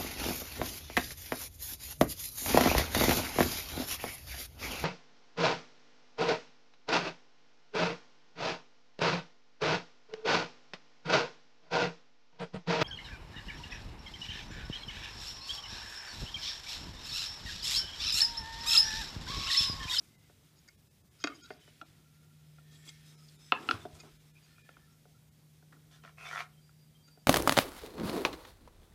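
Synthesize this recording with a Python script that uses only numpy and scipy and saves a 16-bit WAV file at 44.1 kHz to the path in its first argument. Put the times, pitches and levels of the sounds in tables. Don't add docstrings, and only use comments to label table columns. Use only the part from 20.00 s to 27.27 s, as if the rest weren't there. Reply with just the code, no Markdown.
import sys
import numpy as np
from scipy import signal
from scipy.fft import rfft, irfft, next_fast_len
from scipy.io import wavfile
from scipy.ndimage import uniform_filter1d, map_coordinates

SR = 44100
rng = np.random.default_rng(int(sys.argv[2]) if len(sys.argv) > 2 else 0)


def voltage_ratio(decibels):
    exponent = np.asarray(decibels, float) / 20
    return 10 ** exponent


def materialize(psi):
    bounded = np.clip(np.atleast_2d(psi).T, -1, 1)
    quanta = np.round(bounded * 32767).astype(np.int16)
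    wavfile.write(sys.argv[1], SR, quanta)


N = 320607

# f/Hz, level/dB, t60/s
SQUARE_MODES = [(292.4, 7.5, 0.1), (428, -4.5, 0.084), (544, 6, 0.028), (706, 2, 0.032), (1400, -5, 0.077),
                (1358, -2, 0.038), (1208, -7.5, 0.045), (1826, -12, 0.081), (2130, -4.5, 0.075),
                (2480, 1.5, 0.045), (2700, 0.5, 0.0184), (3334, 0.5, 0.032), (3754, 0.5, 0.034),
                (4380, -15, 0.0406), (4730, 6.5, 0.017), (5080, 6.5, 0.012), (6460, -7, 0.017),
                (6714, -3, 0.026), (7880, -16, 0.0094), (8540, -14.5, 0.0074)]
LEAD_IN_S = 0.0007


def unit(x):
    return x / np.sqrt(np.mean(x ** 2) + 1e-20)


def along(points, hz):
    f, v = np.transpose(points)
    return np.interp(np.log(hz + 1), np.log(f + 1), v)


def curves(rows):
    s, *cols = np.transpose(rows)
    return [np.interp(np.arange(N) / SR, s, c) for c in cols]


def wobble(rate_hz):
    knots = rng.standard_normal(int(N * rate_hz / SR) + 4)
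    return map_coordinates(knots, [np.arange(N) * rate_hz / SR])


def filtered(x, response):
    m = next_fast_len(N + SR // 2)
    return irfft(rfft(x, m) * response(np.fft.rfftfreq(m, 1 / SR)), m)[..., :N]


def resonant(x, peaks):
    def response(f):
        total = 0
        for k, (centre, width, db) in enumerate(peaks):
            damping = 1j * f * width
            total = total + (-1) ** k * voltage_ratio(db) * damping / (centre * centre - f * f + damping)
        return total
    return unit(filtered(x, response))


def coloured(x, spectrum):
    return unit(filtered(x, lambda hz: voltage_ratio(along(spectrum, hz))))


def patchy(x, depth_db, size):
    z = signal.stft(x, nperseg=size)[2]
    field = uniform_filter1d(rng.standard_normal(z.shape), 6, 0)
    field = uniform_filter1d(field, 10, 1)
    return signal.istft(z * voltage_ratio(depth_db * unit(field)), nperseg=size)[1][:N]


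def grains(rate_hz, spread_db):
    hit = rng.random(N) < rate_hz / SR
    sign = rng.choice([-1, 1], N)
    return unit(hit * sign * voltage_ratio(spread_db * np.clip(rng.exponential(size=N), 0, 3)))


def gesture(start_s, length_s, rise_s, fade_s):
    t = np.arange(N) / SR - start_s
    return np.clip(t / rise_s, 0, 1) ** 2 * np.exp(-np.clip(t - length_s, 0, None) / fade_s)


def air():
    # f/Hz, level/dB per Hz
    floor = [(12, -64.5), (20, -36.5), (62, -10.5), (118, -8.5), (152, -9), (185, -14), (231, -16),
             (304, -23), (531, -26.5), (741, -30.5), (1220, -34.5), (1360, -43), (1660, -34), (2010, -33.5),
             (15300, -35.5)]
    return voltage_ratio(-66) * coloured(patchy(rng.standard_normal(N), 0.85, size=512), floor)


def hum():
    # t/s, level/dB
    loudness = [(0, -92), (.16, -73), (.56, -71), (.65, -89), (.81, -69.5), (1.4, -80), (1.6, -71.5),
                (2.55, -58), (3.55, -60.5), (3.68, -71.5), (3.83, -61), (4.4, -63.5), (4.78, -67),
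                (5.3, -63.5), (6.28, -60.5), (7.27, -65.5)]
    # multiple of main order, level/dB
    orders = [(.5, -19.5), (1.5, -20.5), (2, -27.5), (2.5, -29)]
    turn = 2 * np.pi * np.cumsum(152.3 + 0.733 * wobble(4)) / SR
    weak = sum(voltage_ratio(db + 1.1 * wobble(3.2)) * np.sin(k * turn) for k, db in orders)
    main = voltage_ratio(0.33 * wobble(14)) * np.sin(turn)
    return np.sqrt(2) * voltage_ratio(curves(loudness)[0]) * (main + weak)


def birds():
    # start t/s, end t/s, f/Hz, level/dB
    pipes = [(1.27, 1.37, 3080, -66), (1.61, 1.654, 3050, -66), (1.659, 1.713, 3010, -64),
             (4.44, 4.57, 4270, -73.5), (6.018, 6.042, 3080, -71), (6.528, 6.556, 3160, -71),
             (6.567, 6.607, 3170, -71), (6.605, 6.715, 4755, -71), (6.72, 6.78, 4775, -79),
             (6.78, 6.858, 4775, -73), (6.862, 6.9, 4780, -77), (6.9, 7.03, 4770, -80),
             (6.945, 6.976, 3170, -67), (6.985, 7.035, 3180, -71), (7.025, 7.105, 4710, -65),
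             (7.095, 7.175, 4722, -67), (7.16, 7.245, 4715, -74)]
    t, out = np.arange(N) / SR, np.zeros(N)
    for start, end, hz, db in pipes:
        swell = np.sin(np.pi * np.clip((t - start) / (end - start), 0, 1)) ** 0.62
        level = voltage_ratio(db + 2.5 * np.tanh(wobble(40)))
        out += swell * level * np.sin(2 * np.pi * np.cumsum(hz + 8 * wobble(20)) / SR)
    return out


def shop(x):
    # f/Hz, t60/s
    decay = [(150, 0.49), (1000, 0.31), (4000, 0.18), (10000, 0.058)]
    out, step = np.zeros(N + 2 * SR), SR // 5
    for i in range(0, N, step):
        hz, t, z = signal.stft(rng.standard_normal(SR // 2), SR, nperseg=256)
        dying = voltage_ratio(-60 * t / along(decay, hz)[:, None])
        tail = signal.istft(z * dying, SR, nperseg=256)[1]
        wet = signal.fftconvolve(x[i:i + step], tail / np.linalg.norm(tail))
        out[i + 200:][:len(wet)] += wet
    return out[:N]


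def palm_thumps():
    # t/s, peak level/dB, f/Hz, t60/s
    thumps = [
        (1.906, -36, 125, 0.031),
        (3.737, -29, 104, 0.1),
        (3.932, -33.5, 80, 0.059),
        (4.12, -53, 50.3, 0.22),
    ]
    out, t = np.zeros(N + SR), np.arange(SR // 3) / SR
    for s, db, hz, t60 in thumps:
        swell = 1 - np.exp(-t / 0.012)
        out[round(s * SR):][:len(t)] += voltage_ratio(db - 60 * t / t60) * np.sin(2 * np.pi * hz * t) * swell
    return out[:N]


def rubbing():
    # t/s, level/dB
    hands = [(0, -71.5), (.26, -75.5), (.63, -76), (1.01, -80.5), (1.23, -72), (1.38, -67.5), (1.72, -69),
             (2.21, -78.5), (2.47, -76), (2.89, -68.5), (3.3, -72), (3.48, -67.5), (4.07, -71.5),
             (4.25, -74), (4.44, -72), (4.52, -70), (5.02, -79), (5.79, -78.5), (7.27, -80)]
    moves = [(0, 0.049, -70.5, 1), (2.7, 0.039, -64, 0.7), (2.84, 0.032, -63.5, 1), (3.04, 0.41, -70, 0.75),
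             (3.53, 0.058, -57.5, 0.25), (3.575, 0.15, -51, 0.13), (3.664, .024, -51.5, 0.34),
             (3.69, 0.055, -49.5, 0.048), (3.78, 0.069, -58, 0.32), (3.93, 0.068, -55.5, 0.43),
             (4.03, 0.06, -65, 0), (5.7, 0.047, -65.5, 0.27)]
    # f/Hz, width/Hz, level/dB
    skin_peaks = [(1394, 246, -4), (2270, 900, -3), (3410, 370, -0.5), (3830, 227, -1.5), (5096, 690, -6),
                  (6370, 500, -15)]
    # f/Hz, level/dB per Hz
    cloth_spectrum = [(2000, -41.5), (4000, -6), (7000, -6.5), (10000, -10.5), (15000, -19.5)]
    # f/Hz, width/Hz, level/dB
    drag_peaks = [(275, 94, 4.5), (454, 170, -1.5), (686, 230, -5), (1060, 310, -6.5), (1320, 170, -4)]
    light_range_db = 22.5

    busy_db, = curves(hands)
    dragged, brushed = np.zeros(N), np.zeros(N)
    for s, length, db, light in moves:
        shape = voltage_ratio(db) * gesture(s, length, rise_s=0.022, fade_s=0.0413)
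        dragged += shape * voltage_ratio(-light_range_db * light)
        brushed += shape * voltage_ratio(-light_range_db * (1 - light))
    excess_db = busy_db + 69.5
    skin = voltage_ratio(busy_db) + voltage_ratio(-10.5) * dragged
    cloth = voltage_ratio(-73.5 + 0.72 * excess_db) + brushed
    drag = voltage_ratio(-76 + 0.51 * excess_db) + dragged

    flutter = voltage_ratio(1.4 * wobble(25))
    fingers = skin * flutter * resonant(grains(3000, spread_db=0), skin_peaks)
    weave = patchy(grains(4000, spread_db=-1), 2.5, size=512)
    sleeve = cloth * flutter * coloured(weave, cloth_spectrum)
    slide = drag * voltage_ratio(3.6 * wobble(18)) * resonant(grains(1500, spread_db=2.0), drag_peaks)
    return fingers + sleeve + slide


def held_hiss(bands):
    q, out = 21, np.zeros(N)
    for start, end, hz, db in bands:
        u = np.linspace(0, 1, round((end - start) * SR))
        edges_hz = [hz - hz / q / 2, hz + hz / q / 2]
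        sos = signal.butter(2, edges_hz, "band", fs=SR, output="sos")
        hiss = unit(signal.sosfilt(sos, rng.standard_normal(len(u))))
        out[round(start * SR):][:len(u)] += voltage_ratio(db) * np.sin(np.pi * u) ** 0.5 * hiss
    return out * voltage_ratio(1.2 * np.tanh(wobble(30)))


def rustles():
    bands = [(0.03, .3, 2060, -77), (1.852, 2.53, 1380, -79.5), (2.58, 3.15, 1820, -73),
             (2.8, 3, 2180, -75), (1.41, 1.49, 1420, -61), (2.713, 2.9, 7700, -72),
             (3.045, 3.126, 5150, -68), (3.056, 3.13, 3750, -69), (3.143, 3.267, 1300, -74),
             (3.18, 3.27, 5100, -70), (3.39, 3.523, 6100, -73), (3.39, 3.52, 5200, -68),
             (3.34, 3.518, 3630, -73), (3.4, 3.52, 7900, -72), (3.798, 3.874, 3500, -63),
             (4.35, 4.39, 2470, -66), (4.43, 4.47, 2450, -75), (4.555, 4.68, 2430, -71),
             (4.47, 4.6, 1800, -77), (4.61, 4.8, 1750, -73), (6.21, 6.25, 9200, -71),
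             (2.87, 2.905, 3350, -55), (2.875, 2.905, 7550, -58.5), (2.885, 2.905, 6140, -59),
             (.677, .7, 2150, -62), (.678, .695, 1800, -66), (.695, .72, 2200, -73),
             (.675, .695, 1500, -65), (6.242, 6.3, 3500, -54.5), (6.35, 6.41, 3470, -55),
             (5.924, 5.97, 3500, -70.5), (1.343, 1.378, 5000, -63), (1.343, 1.372, 6600, -66),
             (1.42, 1.448, 6600, -60), (1.432, 1.472, 3850, -61), (1.383, 1.412, 3100, -65),
             (3.537, 3.585, 867, -51), (3.535, 3.56, 1040, -52), (3.54, 3.597, 1680, -51),
             (3.53, 3.545, 3510, -56), (3.56, 3.585, 2550, -60), (4.25, 4.32, 5500, -79),
             (4.425, 4.462, 6700, -73), (4.42, 4.465, 4700, -72), (4.88, 4.97, 5400, -79),
             (4.922, 4.938, 6600, -74), (1.2, 1.237, 6600, -64), (1.214, 1.238, 3200, -61),
             (6.41, 6.45, 700, -61), (6.43, 6.465, 1330, -61)]
    return held_hiss(bands)


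def pencil():
    # t/s, pressure level/dB, lead f/Hz, grit level/dB, plank level/dB
    line = [
        (6.172, -72, 2350, -3, -1),
        (6.185, -54.5, 2460, -10.5, -6),
        (6.259, -48.5, 2460, -6, -1.5),
        (6.3, -51, 2270, -4, -3),
        (6.325, -49, 1930, -5, 1),
        (6.345, -50, 1850, -4, 3),
        (6.37, -45, 1850, -7.5, -1.5),
        (6.41, -45.5, 2350, -7, 0),
        (6.424, -58, 2210, 0, 5),
        (6.468, -78, 2140, 4, 6),
    ]
    # start t/s, length/s, level/dB, lead f/Hz, grit level/dB
    touches = [
        (5.719, 0.0087, -62.5, 1850, -13),
        (5.907, 0.068, -71, 2080, 5.5),
        (6.029, 0.017, -65, 1930, -3),
        (6.052, 0.044, -64, 2000, -4.5),
    ]
    # f/Hz, width/Hz, level/dB
    plank_peaks = [(404, 82, -7), (728, 70, 4.5), (1040, 71, 2.5), (1354, 150, 5.5)]
    # f/Hz, level/dB per Hz
    grit_spectrum = [(2300, -33), (2800, -2), (3150, 1), (3500, -4), (4100, -4), (6000, -6.5), (7500, -14),
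                     (9200, -15.5), (12000, -19), (15000, -30)]
    catch_share, grips_hz = 0.45, [1870, 2290, 2520]

    smooth, catches = grains(9000, spread_db=5.5), grains(760, spread_db=1.5)
    slips = np.sqrt(1 - catch_share) * smooth + np.sqrt(catch_share) * catches
    leads = [resonant(resonant(slips, [(c, 260, 0)]), [(c, 260, 0)]) for c in grips_hz]
    plank = resonant(slips, plank_peaks)
    grit = voltage_ratio(1.1 * wobble(60)) * coloured(patchy(smooth, 1.6, size=256), grit_spectrum)

    t = np.arange(N) / SR
    db, *settings = curves(line)
    drawn = (t > line[0][0]) * (t < line[-1][0])
    strokes = [(voltage_ratio(db + 0.58 * wobble(70)) * drawn, *settings)]
    for s, length, db, hz, grit_db in touches:
        pressure = voltage_ratio(db) * gesture(s, length, rise_s=0.0084, fade_s=0.013)
        strokes.append((pressure, hz, grit_db, 0.5))

    out = np.zeros(N)
    for pressure, lead_hz, grit_db, plank_db in strokes:
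        lead = 0
        for sound, chosen in zip(leads, np.eye(len(grips_hz))):
            lead = lead + np.sqrt(np.interp(lead_hz, grips_hz, chosen)) * sound
        out += pressure * (lead + voltage_ratio(plank_db) * plank + voltage_ratio(grit_db) * grit)
    return out


def ridges():
    # t/s, peak level/dB
    jumps = [(6.0385, -46), (6.0505, -45), (6.0525, -46), (6.0775, -44), (6.183, -45), (6.211, -42),
             (6.255, -38), (6.269, -36), (6.282, -41), (6.3125, -30), (6.322, -33), (6.330, -30),
             (6.350, -33), (6.3595, -25), (6.370, -28), (6.378, -28), (6.385, -35), (6.391, -34),
             (6.398, -33), (6.406, -26.5), (6.415, -34), (6.421, -38)]
    # f/Hz, width/Hz, level/dB
    knock_peaks = [(720, 90, -6), (1060, 140, -2.5), (1340, 100, 4), (1870, 180, 0), (2300, 260, -7),
                   (3500, 500, -14)]
    blows = np.zeros(N)
    for s, db in jumps:
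        blows[round((s - LEAD_IN_S) * SR)] = voltage_ratio(db) * rng.choice([-1, 1])
    pushes = filtered(blows, lambda f: 1 / (1 + 1j * f / 3200) ** 2)
    late = pushes * (np.arange(N) > 6.375 * SR)
    knock = resonant(pushes, knock_peaks) + voltage_ratio(-9) * resonant(late, [(2350, 220, 0)])
    return voltage_ratio(-25.5) * knock / np.abs(knock).max()


def ring(modes, weights_db, scatter_db, clatter_db, free_s=1):
    centres = [330, 780, 1400, 2900, 5800]
    t = np.arange(SR // 4) / SR

    def rise(s):
        return np.sin(np.pi / 2 * np.clip(t / s, 0, 1)) ** 2

    hz, level, t60 = np.transpose(modes)[:, :, None]
    chance = rng.standard_normal((3,) + hz.shape)
    families = list(zip(centres, weights_db))
    envelope = voltage_ratio(along(families, hz) + level + scatter_db * chance[0] - 60 * t / t60)
    tones = envelope * np.sin(2 * np.pi * hz * (1 + 0.0084 * chance[1]) * t + 0.93 * chance[2])
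    tones = tones * voltage_ratio(-20 * np.clip(hz / 900, 0, 1) * (1 - np.exp(-(t / free_s) ** 4)))

    f, frame_s, z = signal.stft(rng.standard_normal(len(t)), SR, nperseg=128, noverlap=112)
    weight = along(families + [(9000, weights_db[-1] - 25)], f)[:, None]
    dying = weight - 60 * frame_s / (0.017 + 45 / (f[:, None] + 300))
    clatter = signal.istft(z * voltage_ratio(dying + clatter_db), SR, nperseg=128, noverlap=112)[1][:len(t)]
    return (tones * rise(0.00011 + 0.77 / hz)).sum(axis=0) + clatter * rise(0.0021)


def struck(hits, modes, clatter_db, low_db, low_grows):
    out = np.zeros(N + SR)
    for s, db, body, blade, tip, free_s in hits:
        over_db = db + 20
        low = body + low_db + low_grows * over_db
        damped = np.array(modes) * [1, 1, np.clip(1.5 + 0.0059 * over_db, 0.4, 1)]
        sound = ring(damped, [low, body, 0, blade, tip], 1.2, clatter_db, free_s)
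        out[round(s * SR):][:len(sound)] += voltage_ratio(db - 2.5) * sound
        out[round((s - LEAD_IN_S) * SR):][:len(sound)] += voltage_ratio(db - 16) * sound
    return filtered(out[:N], lambda f: (1j * f / (1j * f + 190)) ** 4)


def plank_knocks():
    # t/s, peak level/dB, body, blade, tip level/dB re main ring, free ring/s
    hits = [
        (0.2972, -60, -1.5, -17, -10, .03),
        (1.505, -38.5, -4, -5, -34, 0.033),
        (1.677, -59.5, -2, -2, -18, .05),
        (3.8525, -48.5, 10, -16, -10, 0.031),
        (4.0347, -61.5, 6.5, -5, -16, 0.034),
        (5.054, -63, 1, -26, -2, 0.014),
        (5.6251, -61.5, -1.5, -18, -21.5, 0.017),
        (6.0378, -58, -1.5, 5, -25, .01),
        (7.1741, -66, 5, -19, 1, .03),
    ]
    # f/Hz, level/dB, t60/s
    modes = [(231, -4.5, 0.16), (282, 6, 0.046), (421, 12, 0.041), (512, -10, 0.056), (618, 3, 0.093),
             (712, 8, 0.054), (870, -1, 0.038), (1000, -11, 0.069), (1220, -27, 0.053), (1435, -2.5, 0.035),
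             (1475, 2.5, 0.024), (1790, -2.5, 0.039), (1930, 0, 0.025), (2110, -4, 0.061), (2500, -2, .02),
             (2750, 3.5, 0.0076), (3180, 3, 0.016), (3930, -2, .012), (4270, -6.5, 0.01464),
             (5220, -2, 0.01063)]
    return struck(hits, modes, clatter_db=4, low_db=-1.5, low_grows=-0.05)


def creeps():
    bands = [(4.5, 4.58, 1380, -76), (4.7, 4.82, 3150, -78), (4.73, 4.77, 2400, -72),
             (4.79, 4.872, 1750, -74), (4.8, 4.99, 1350, -77.5), (5.06, 5.116, 720, -79),
             (5.14, 5.18, 1350, -75), (5.755, 5.775, 1400, -68.5), (5.915, 5.967, 1700, -74),
             (5.97, 6.015, 1400, -75), (3.53, 3.542, 1800, -46.5), (3.745, 3.757, 1100, -52),
             (6.325, 6.343, 1350, -42.5), (4.555, 4.61, 2450, -71), (2.9, 3.3, 5200, -78),
             (2.6, 3.2, 3300, -77), (6.31, 6.335, 3150, -57), (3.76, 3.88, 87, -61),
             (6.59, 6.61, 1400, -74), (6.075, 6.095, 2800, -69), (1.28, 1.345, 1230, -55),
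             (1.285, 1.36, 2150, -62), (3.712, 3.737, 319, -45), (2.887, 2.899, 3320, -51.5),
             (2.888, 2.899, 7600, -56), (3.283, 3.297, 3400, -64), (4.36, 4.39, 2450, -70),
             (1.82, 1.835, 730, -57)]
    return held_hiss(bands)


def scuffs():
    rubs = [(0.553, 0.042, -54.5, -26, -22), (0.675, 0.015, -45, -11.5, -27), (1.186, 0.044, -47, -9, -10),
            (1.33, 0.029, -56, -51, -14), (1.401, 0.043, -46, -32, -2), (1.443, 0.023, -49, -32, 4),
            (1.482, 0.063, -52, -22, -3), (2.698, 0.074, -54, -28, 5), (2.831, 0.067, -50.5, 0, 18),
            (2.883, 0.013, -40, -10, 8), (3.278, 0.015, -49, -38, -11), (3.987, 0.025, -42.5, -3.5, -12),
            (7.073, 0.0167, -52.5, 2, -10)]
    out, slips = np.zeros(N + SR), grains(6000, spread_db=9.5)
    for s, length, db, main, blade in rubs:
        u = np.linspace(0, 1, round(length * SR))
        swell = u ** 0.654 * np.clip((1 - u) / 0.12, 0, 1)
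        push = slips[round(s * SR):][:len(u)] * swell
        body = ring(SQUARE_MODES, [main - 21, main - 16, main, blade, 0], scatter_db=4, clatter_db=-12)
        sound = signal.fftconvolve(push, body)
        out[round(s * SR):][:len(sound)] += voltage_ratio(db) * sound / np.abs(sound).max()
    return out[:N]


def square_pressed():
    # t/s, peak level/dB, body, blade, tip level/dB re main ring, free ring/s
    hits = [
        (1.8138, -39.5, -8.5, -3, -12, .016),
        (3.689, -22.5, -10.5, -1, -14, 0.014),
        (3.7108, -18.5, -32, -6.5, -9.5, .007),
    ]
    # f/Hz, level/dB, t60/s
    modes = [(252, 6.5, 0.074), (312, 4.5, 0.13), (762, 3.5, 0.092), (1287, -19.5, 0.03), (1420, -13, 0.03),
             (1365, 2.5, 0.082), (2100, -28, 0.012), (2650, 1.5, 0.018), (2885, 0.5, 0.015),
             (3360, 2.5, 0.015), (3960, -1, 0.016), (4280, -3, 0.012), (5300, -3.5, 0.014),
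             (6100, -7.5, 0.0098), (8300, -11.5, 0.007)]
    return struck(hits, modes, clatter_db=-6, low_db=1.5, low_grows=0.05)


def square_laid():
    # t/s, peak level/dB, body, blade, tip level/dB re main ring, free ring/s
    hits = [
        (3.5216, -18, -9, -1.5, -26.5, .03),
    ]
    # f/Hz, level/dB, t60/s
    modes = [(292, 10.5, .03), (382, 5, .045), (560, 5.5, 0.039), (732, 8.5, .046), (867, -1, .04),
             (1050, -2.5, 0.072), (1313, 8, .018), (1906, -4.5, .02), (2240, 0, .015), (2660, 8, .013),
             (3080, -1.5, .012), (3430, 8, .011), (3800, -0.5, 0.0089), (4300, -12.5, .011),
             (5150, 0.5, .01)]
    return struck(hits, modes, clatter_db=-1, low_db=0, low_grows=0)


def square_hits():
    # t/s, peak level/dB, body, blade, tip level/dB re main ring, free ring/s
    hits = [
        (1.2401, -21, -9.5, -8, -7.5, 0.018),
        (1.2445, -25.5, -10.5, -18, -29, .01),
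        (1.2726, -25, -17, -13.5, -14, 0.018),
        (2.584, -51.5, -2.5, -20, -27, .02),
        (4.582, -56, -3, -12, -20, 0.0077),
        (4.6904, -43.5, -3.5, -13, -28, 0.0065),
        (4.7683, -47, -4, -21, -34, 0.0076),
        (5.7284, -53.5, 0, -15, -24, .008),
        (6.049, -51, 5.5, -1, -29, 0.01),
        (6.6928, -54.5, -11, -23, -25, .007),
    ]
    return struck(hits, SQUARE_MODES, clatter_db=-3, low_db=1.5, low_grows=0.4)


def scene():
    far = air() + hum() + birds()
    hands = rubbing() + rustles() + creeps()
    lead = pencil() + ridges()
    square = scuffs() + square_pressed() + square_laid() + square_hits()
    blows = palm_thumps() + plank_knocks() + square
    into_room = filtered(blows, lambda f: voltage_ratio(-6 * np.exp(-((f - 1370) / 170) ** 2)))
    room = voltage_ratio(-15.0) * shop(into_room + voltage_ratio(-2) * lead)
    return (blows + lead + room + hands + far)[None]


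def roll_off(x):
    return signal.sosfilt(signal.butter(12, 15470, fs=SR, output="sos"), x)


def record(dry):
    # t/s, lowest f/Hz affected
    starved = [(.172, 1500), (.768, 700), (.893, 600), (1.03, 1500), (1.1, 1500), (1.427, 500),
               (1.589, 4000), (1.841, 1800), (3.168, 1000), (3.378, 1000), (4.185, 700), (4.328, 700),
               (4.632, 700), (5.305, 1500)]
    out, size = dry.copy(), 2048
    hz = np.fft.rfftfreq(size, 1 / SR)
    window = np.sqrt(np.hanning(size))
    for s, low_hz in starved:
        at = slice(round(s * SR) - size // 2, round(s * SR) + size // 2)
        lines = rfft(dry[0, at] * window)
        usual = np.sqrt(uniform_filter1d(np.abs(lines) ** 2, size=40))
        lost = lines * (hz > low_hz) * (np.abs(lines) < voltage_ratio(3.5) * usual)
        out[0, at] -= 0.9 * irfft(lost) * window
    finished = filtered(out, lambda f: f < 15480)
    return roll_off(finished)


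dry = scene()
out = record(dry)
materialize(out)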